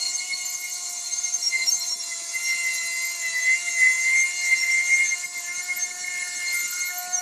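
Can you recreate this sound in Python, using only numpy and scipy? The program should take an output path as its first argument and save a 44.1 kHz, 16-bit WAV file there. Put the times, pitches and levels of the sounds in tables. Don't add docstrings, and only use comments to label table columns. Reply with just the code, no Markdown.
import sys
import numpy as np
from scipy import signal
from scipy.fft import rfft, irfft
from scipy.io import wavfile
from scipy.ndimage import uniform_filter1d

SR = 44100
rng = np.random.default_rng(int(sys.argv[2]) if len(sys.argv) > 2 else 0)


def to_wav(sig):
    pcm = np.clip(np.atleast_2d(sig), -1, 1) * 32767
    pcm = np.round(pcm).astype(np.int16)
    wavfile.write(sys.argv[1], SR, pcm.T)


N = 317961
TIME = np.arange(N) / SR


def gain_of(db):
    return 10 ** (np.asarray(db) / 20)


def normalised(x):
    return x / np.sqrt(np.mean(x ** 2) + 1e-20)


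def curve(table):
    return np.interp(TIME, *np.transpose(table))


def wander(hz, order=2):
    spectrum = rfft(rng.standard_normal(N)) / (1 + (np.fft.rfftfreq(N, 1 / SR) / hz) ** order)
    return normalised(irfft(spectrum, N))


def add(mix, start_s, sound):
    part = mix[max(round(start_s * SR), 0):][:len(sound)]
    part += sound[:len(part)]


def tone(cycles):
    return np.sqrt(2) * np.sin(2 * np.pi * (cycles + rng.random()))


def noise(colour, patchy_db):
    frames, hz = N // 256 + 5, np.fft.rfftfreq(1024, 1 / SR)
    real, imaginary, patches = rng.standard_normal((frames, 513, 3)).T
    patches = uniform_filter1d(patches, size=16, axis=0)
    patches = normalised(uniform_filter1d(patches, size=7, axis=1))
    point_hz, point_db = np.transpose(colour)
    colour_db = np.interp(np.log(hz + 1), np.log(point_hz + 1), point_db)[:, None]
    spectra = (real + 1j * imaginary) * gain_of(colour_db + patchy_db * patches)
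    return normalised(signal.istft(spectra, nperseg=1024, noverlap=768)[1][:N])


# (time [s], speed [turns per second])
SPIN_SPEED = [(0.1, 356.0), (0.28, 363.0), (0.43, 359.0), (0.75, 358.5), (1.03, 352.0), (1.27, 355.5),
              (1.62, 346.3), (1.74, 352.0), (1.98, 347.8), (2.18, 338.5), (2.47, 348.0), (2.83, 340.6),
              (3.15, 347.2), (3.26, 337.8), (3.38, 333.4), (3.62, 351.5), (3.85, 338.5), (4.25, 353.6),
              (4.42, 353.8), (4.58, 346.0), (4.99, 355.0), (5.12, 352.5), (5.27, 356.6), (5.43, 348.8),
              (5.66, 359.3), (5.84, 356.3), (6.03, 360.0), (6.17, 356.8), (6.33, 357.3), (6.6, 351.6),
              (6.75, 356.0), (7.21, 361.8)]


def shaft_turns():
    return np.cumsum(uniform_filter1d(curve(SPIN_SPEED), size=2000)) / SR


# (time [s], level [dB])
SINGING_DRONE = [(0.0, -43), (0.65, -41), (0.85, -49.5), (2.3, -48), (2.47, -30.5), (3.08, -30.5),
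                 (3.18, -39.5), (3.7, -34.5), (4.05, -26.5), (4.33, -35), (4.47, -24), (5.05, -41.5),
                 (5.2, -41.5), (6.0, -51.5), (6.3, -39.5), (6.7, -42), (6.95, -56), (7.2, -47)]
# (middle time [s], level [dB], length [s])
SINGING_BURSTS = [(0.212, -34.5, 0.021), (0.321, -31, 0.026), (0.412, -36, 0.023), (0.65, -43, 0.022),
                  (1.261, -35.5, 0.028), (1.546, -19.5, 0.023), (1.615, -25.5, 0.035), (2.124, -32, 0.018),
                  (2.358, -33.5, 0.017), (2.507, -27, 0.044), (2.677, -31, 0.048), (3.259, -27, 0.034),
                  (3.372, -26, 0.034), (3.497, -20, 0.069), (3.68, -27.5, 0.012), (3.845, -17.5, 0.073),
                  (4.163, -22.5, 0.12), (4.531, -15, 0.011), (4.635, -23, 0.0085), (4.752, -23, 0.088),
                  (4.923, -18.5, 0.041), (5.01, -20.5, 0.055), (5.128, -22.5, .02), (5.246, -26.5, 0.014),
                  (5.374, -29.5, 0.026), (5.498, -34, 0.034), (5.595, -30.5, 0.021), (5.71, -25.5, 0.025),
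                  (5.781, -31, .02), (5.852, -31, 0.021), (5.913, -34, 0.0081), (6.046, -27.5, 0.004),
                  (6.082, -26.5, 0.0051), (6.14, -32.5, 0.11), (6.228, -27, 0.0054), (6.444, -31, 0.064),
                  (6.553, -26, 0.058), (6.643, -32, 0.031), (6.843, -30.5, 0.092)]


def singing_db():
    level = gain_of(curve(SINGING_DRONE))
    for middle_s, db, length in SINGING_BURSTS:
        peak_s = middle_s + 0.27 * length
        t = TIME[round((peak_s - 4 * length) * SR):round((peak_s + 4 * length) * SR)]
        steepness = np.where(t < peak_s, 0.8, 2.2)
        shape = np.exp(-steepness * abs((t - peak_s) / length) ** 2.07)
        add(level, t[0], gain_of(db) * shape)
    return 20 * np.log10(level)


def cutter_push(smooth_samples):
    return np.clip(uniform_filter1d(singing_db(), size=smooth_samples) / 25 + 2.073, 0, 1)


def chip_strain(tears_per_s):
    tears = rng.exponential(1, N) * (rng.random(N) < tears_per_s / SR)
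    strain = signal.lfilter([1], [1, -np.exp(-1 / (0.016 * SR))], tears[::-1])[::-1]
    strain = uniform_filter1d(strain, size=60)
    return normalised(strain - strain.mean())


def metal_singing(turns, push):
    roughness = 1 + 0.12 * push * wander(187, order=6)
    tearing_db = 1.2 * np.minimum(chip_strain(tears_per_s=45), 2.5)
    catching_db = 3.5 * (1 - push) * wander(9, order=4)
    jitter = 0.04 * push * wander(172, order=6)
    return gain_of(singing_db() + tearing_db + catching_db) * roughness * tone(6 * turns + jitter)


# (time [s], multiple of the spin speed, boost [dB], length [s])
OVERTONE_SWELLS = [(1.063, 12, 8, 0.059), (1.825, 12, 8.5, 0.23), (3.05, 14, 7, 0.12),
                   (3.902, 28, 13.5, 0.32), (4.535, 12, 9, 0.089), (4.9, 24, 5, .3)]


def swell_db(multiple):
    return sum(db * np.exp(-((TIME - peak_s) / length) ** 2)
               for peak_s, swelling, db, length in OVERTONE_SWELLS if round(swelling) == multiple)


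def ease_off_db():
    return -7 * sum(np.exp(-((TIME - dip_s) / 0.035) ** 2) for dip_s in (1.975, 5.3))


# (multiple of the spin speed, roughness [0-1], level [dB],
# change at full push [dB], at full depth [dB], once the metal thins [dB], once running free [dB])
HOUSING_TONES = [(2, 0.13, -55, -1.5, 2.5, -12, 26), (3, 0.42, -59, 0.5, 2, -3.5, 8),
                 (4, 0.57, -61.5, -0.5, 7, 9.5, 2), (5, 0.7, -81, 2, 36.5, -11.5, 6.5),
                 (8, 0.3, -56.5, 14, -7, -1, 6.5), (12, 0.37, -45.5, 4, -5, 4, -0.5)]


def housing_hum(turns, push):
    full_depth_s, thin_s, free_s, change_s = 6.5, 6.52, 6.91, 0.04
    depth = np.minimum(TIME / full_depth_s, 1)
    thin = (1 + np.tanh((TIME - thin_s) / change_s)) / 2
    free = (1 + np.tanh((TIME - free_s) / change_s)) / 2
    unsteady = 1 - 0.7 * free
    out = np.zeros(N)
    for multiple, rough, base_db, push_db, depth_db, thin_db, free_db in HOUSING_TONES:
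        db = base_db + push_db * push + depth_db * depth + thin_db * thin + free_db * free
        db += swell_db(multiple) + ease_off_db() * (multiple > 3)
        flicker_db = min(0.5 * multiple, 2.5) * wander(13.3, order=4) + 2.0 * wander(5.7)
        roughness = 1 + unsteady * min(rough, 0.45) * wander(116)
        out += gain_of(db + unsteady * flicker_db) * roughness * tone(multiple * turns)
    return out


# (multiple of the spin speed, level against the load level [dB])
WHINE_TONES = [(1, -37), (10, -30.5), (11, -32.5), (14, -25), (15, -25.5), (16, -24), (17, -23.5),
               (18, -35), (20, -18), (21, -16), (22, -17.5), (24, -24), (25, -23), (26, -24), (28, -31),
               (30, -41.5)]


def shaft_whine(turns, push, load_db):
    out = np.zeros(N)
    for multiple, db in WHINE_TONES:
        flicker = np.minimum(wander(8 if multiple < 16 else 18.3, order=4), 1.5)
        flicker_db = min(1.3 + 0.46 * multiple, 5.0) * flicker
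        push_db = 3.4 * push * (multiple % 2 == 0)
        level = gain_of(load_db + db + push_db + swell_db(multiple) + flicker_db)
        jitter = 0.0028 * multiple * wander(64)
        out += level * tone(multiple * turns + jitter)
    return out


# (multiple of the spin speed, distance above it [Hz], level [dB])
MAINS_TONES = [(1, 120, -74.5)]


def mains_ripple(turns):
    return sum(gain_of(db + 1.9 * wander(7.7)) * tone(multiple * turns + offset_hz * TIME)
               for multiple, offset_hz, db in MAINS_TONES)


# (pitch [Hz], width [Hz], level against the load level [dB])
BIT_RINGS = [(5635, 19, -15.5), (6376, 42, -9), (9140, 500, -21.5)]
# (pitch [Hz], width [Hz])
HIGH_RINGS = [(10310, 81), (12190, 99)]
# (time [s], level [dB])
LOWER_RING_LEVEL = [(0.1, -56), (1.2, -56.5), (2.7, -51), (4.0, -57), (5.6, -75), (6.22, -52.5), (7.2, -58)]
UPPER_RING_LEVEL = [(0.15, -58), (0.5, -47.5), (1.28, -64), (1.75, -46), (2.15, -62), (2.45, -51.5),
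                    (3.1, -48.5), (3.5, -57), (4.3, -56), (4.58, -52), (5.1, -62), (5.35, -53), (5.9, -59),
                    (6.4, -57), (6.65, -42), (7.2, -52)]


def bit_ringing(load_db):
    out = np.zeros(N)
    levels = [load_db + db for *_, db in BIT_RINGS] + [curve(LOWER_RING_LEVEL), curve(UPPER_RING_LEVEL)]
    for (hz, width, *_), db in zip(BIT_RINGS + HIGH_RINGS, levels):
        ring = wander(width / 2) * tone(hz * TIME) + wander(width / 2) * tone(hz * TIME + 0.37)
        flicker_db = (5 if hz > 1e4 else 3) * np.minimum(wander(12), 1.4)
        out += gain_of(db + flicker_db) * normalised(ring)
    return out


# (frequency [Hz], relative level [dB])
FAN_COLOUR = [(400, -28), (1000, -10), (1600, -22.5), (2200, -1.5), (2700, -22), (3750, -9), (4050, 0.5),
              (5200, -5.5), (7200, 7.5), (8200, -9.5), (9200, -4), (11000, -18), (12600, -16.5),
              (14500, -79)]
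SCRAPE_COLOUR = [(1500, -32), (2000, 7.5), (3600, -2), (4600, -20)]


def fan_and_cut_hiss(load_db):
    puffs = 1 + 0.088 * tone(shaft_turns())
    wind = gain_of(load_db - 4.5 + 0.8 * wander(60)) * noise(FAN_COLOUR, patchy_db=2.4)
    scrape_db = 11.8 * cutter_push(smooth_samples=6000) - 58.5
    scrape = gain_of(scrape_db) * noise(SCRAPE_COLOUR, patchy_db=4.0)
    return (wind + scrape) * puffs * gain_of(ease_off_db())


# (time [s], level change [dB])
RUMBLE_CHANGES = [(0.2, 2.5), (1.1, -1), (1.6, 6), (2.1, 2.5), (3.6, -1.5), (4.6, 3), (6.1, 5), (7.2, 2)]


def bench_rumble():
    # (frequency [Hz], relative level [dB])
    colour = [(25, -45), (60, -34), (170, -0.5), (400, 1), (900, -18)]
    db = -64.5 + curve(RUMBLE_CHANGES) + 2.5 * wander(14)
    return gain_of(db) * noise(colour, patchy_db=1.5)


# (peak time [s], pitch [Hz], level [dB], length [s])
CHATTER_SQUEALS = [(0.03, 4290.0, -21.0, 0.026), (0.074, 4260.0, -23.0, 0.046),
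                   (0.157, 6370.0, -19.0, 0.017), (0.192, 4310.0, -26.0, 0.023),
                   (0.345, 4330.0, -23.0, 0.032), (0.463, 7150.0, -26.0, 0.017),
                   (0.558, 6370.0, -26.0, 0.019), (1.138, 6370.0, -22.0, 0.023),
                   (1.191, 6370.0, -22.0, 0.026), (1.253, 6350.0, -22.0, 0.028),
                   (1.353, 6350.0, -19.0, 0.033), (1.439, 5580.0, -20.0, 0.022),
                   (1.476, 5580.0, -17.0, 0.029), (1.633, 4130.0, -24.0, 0.022),
                   (1.691, 5580.0, -14.0, 0.023), (1.736, 6350.0, -15.0, 0.03),
                   (1.821, 5580.0, -23.0, 0.017), (1.881, 6350.0, -20.0, 0.02),
                   (1.924, 5560.0, -22.0, 0.036), (2.011, 5580.0, -25.0, 0.023),
                   (2.463, 5600.0, -26.0, 0.041), (2.508, 5580.0, -21.0, 0.02),
                   (2.746, 10290.0, -29.0, 0.017), (3.438, 6350.0, -25.0, 0.017),
                   (3.802, 6370.0, -28.0, 0.022), (4.207, 6350.0, -21.0, 0.061),
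                   (4.61, 5560.0, -25.0, 0.051), (4.72, 5580.0, -27.0, 0.02), (4.883, 6350.0, -26.0, 0.019),
                   (4.953, 6370.0, -24.0, 0.038), (5.09, 6350.0, -20.0, 0.048),
                   (5.576, 6370.0, -28.0, 0.025), (5.775, 12170.0, -26.0, 0.012),
                   (5.83, 6350.0, -21.0, 0.044), (6.498, 4240.0, -26.0, 0.048),
                   (6.549, 9150.0, -28.0, 0.022), (6.586, 12210.0, -32.0, 0.029),
                   (6.622, 7000.0, -25.0, 0.035), (6.656, 7020.0, -26.0, 0.025),
                   (6.815, 6400.0, -24.0, 0.038), (6.873, 12190.0, -25.0, 0.015),
                   (6.912, 1785.0, -33.0, 0.022), (6.996, 12190.0, -30.0, 0.033),
                   (7.147, 6350.0, -18.0, 0.032), (7.184, 5790.0, -23.0, 0.029)]


def bit_squeals():
    out = np.zeros(N)
    for peak_s, hz, db, length in CHATTER_SQUEALS:
        t = np.arange(max(peak_s - 5.5 * length, 0), peak_s + 2 * length, 1 / SR)
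        steepness = np.where(t < peak_s, 1.9, 2.8)
        shape = np.exp(-steepness * abs((t - peak_s) / length) ** 1.76)
        add(out, t[0], gain_of(db - 0.5) * shape * np.sin(2 * np.pi * hz * t))
    return out * (1 + 0.33 * wander(90))


# (time [s], relative level [dB])
BENCH_BUMPS = [(0.334, -47), (0.553, -52), (1.474, -50), (5.258, -50), (5.575, -50), (5.691, -53),
               (6.009, -52), (6.085, -51)]


def bench_bumps():
    out = np.zeros(N)
    t = np.arange(1500) / SR
    bump = np.sin(2 * np.pi * 160 * t) * (t / 0.01) * np.exp(1 - t / 0.0031)
    for start_s, db in BENCH_BUMPS:
        add(out, start_s, gain_of(db + 7.5) * bump)
    return out


# (time [s], level [dB])
LOAD_LEVEL = [(0.0, -29), (0.3, -32), (1.8, -30), (2.2, -30.5), (2.5, -30.5), (5.02, -31), (5.15, -32.5),
              (6.14, -33.5), (6.61, -30), (7.21, -35)]


def scene():
    load_db = curve(LOAD_LEVEL)
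    turns = shaft_turns() + 0.012 * wander(10, order=4)
    push = cutter_push(smooth_samples=12000)
    mix = metal_singing(turns, push) + housing_hum(turns, push)
    mix += shaft_whine(turns, push, load_db) + mains_ripple(turns)
    mix += bit_ringing(load_db) + fan_and_cut_hiss(load_db)
    mix += bench_rumble() + bit_squeals() + bench_bumps()
    side = gain_of(-47) * np.roll(mix, 300) * wander(20)
    return np.array([mix + side, mix - side])


def record(dry):
    bass_cut_hz, treble_cut_hz = 90, 14400
    thinned = signal.sosfilt(signal.butter(2, bass_cut_hz, "high", fs=SR, output="sos"), dry)
    treble_filter = signal.firwin(511, treble_cut_hz, window=("kaiser", 9), fs=SR)
    return signal.oaconvolve(thinned, treble_filter[None], "same")


dry = scene()
out = record(dry)
to_wav(out)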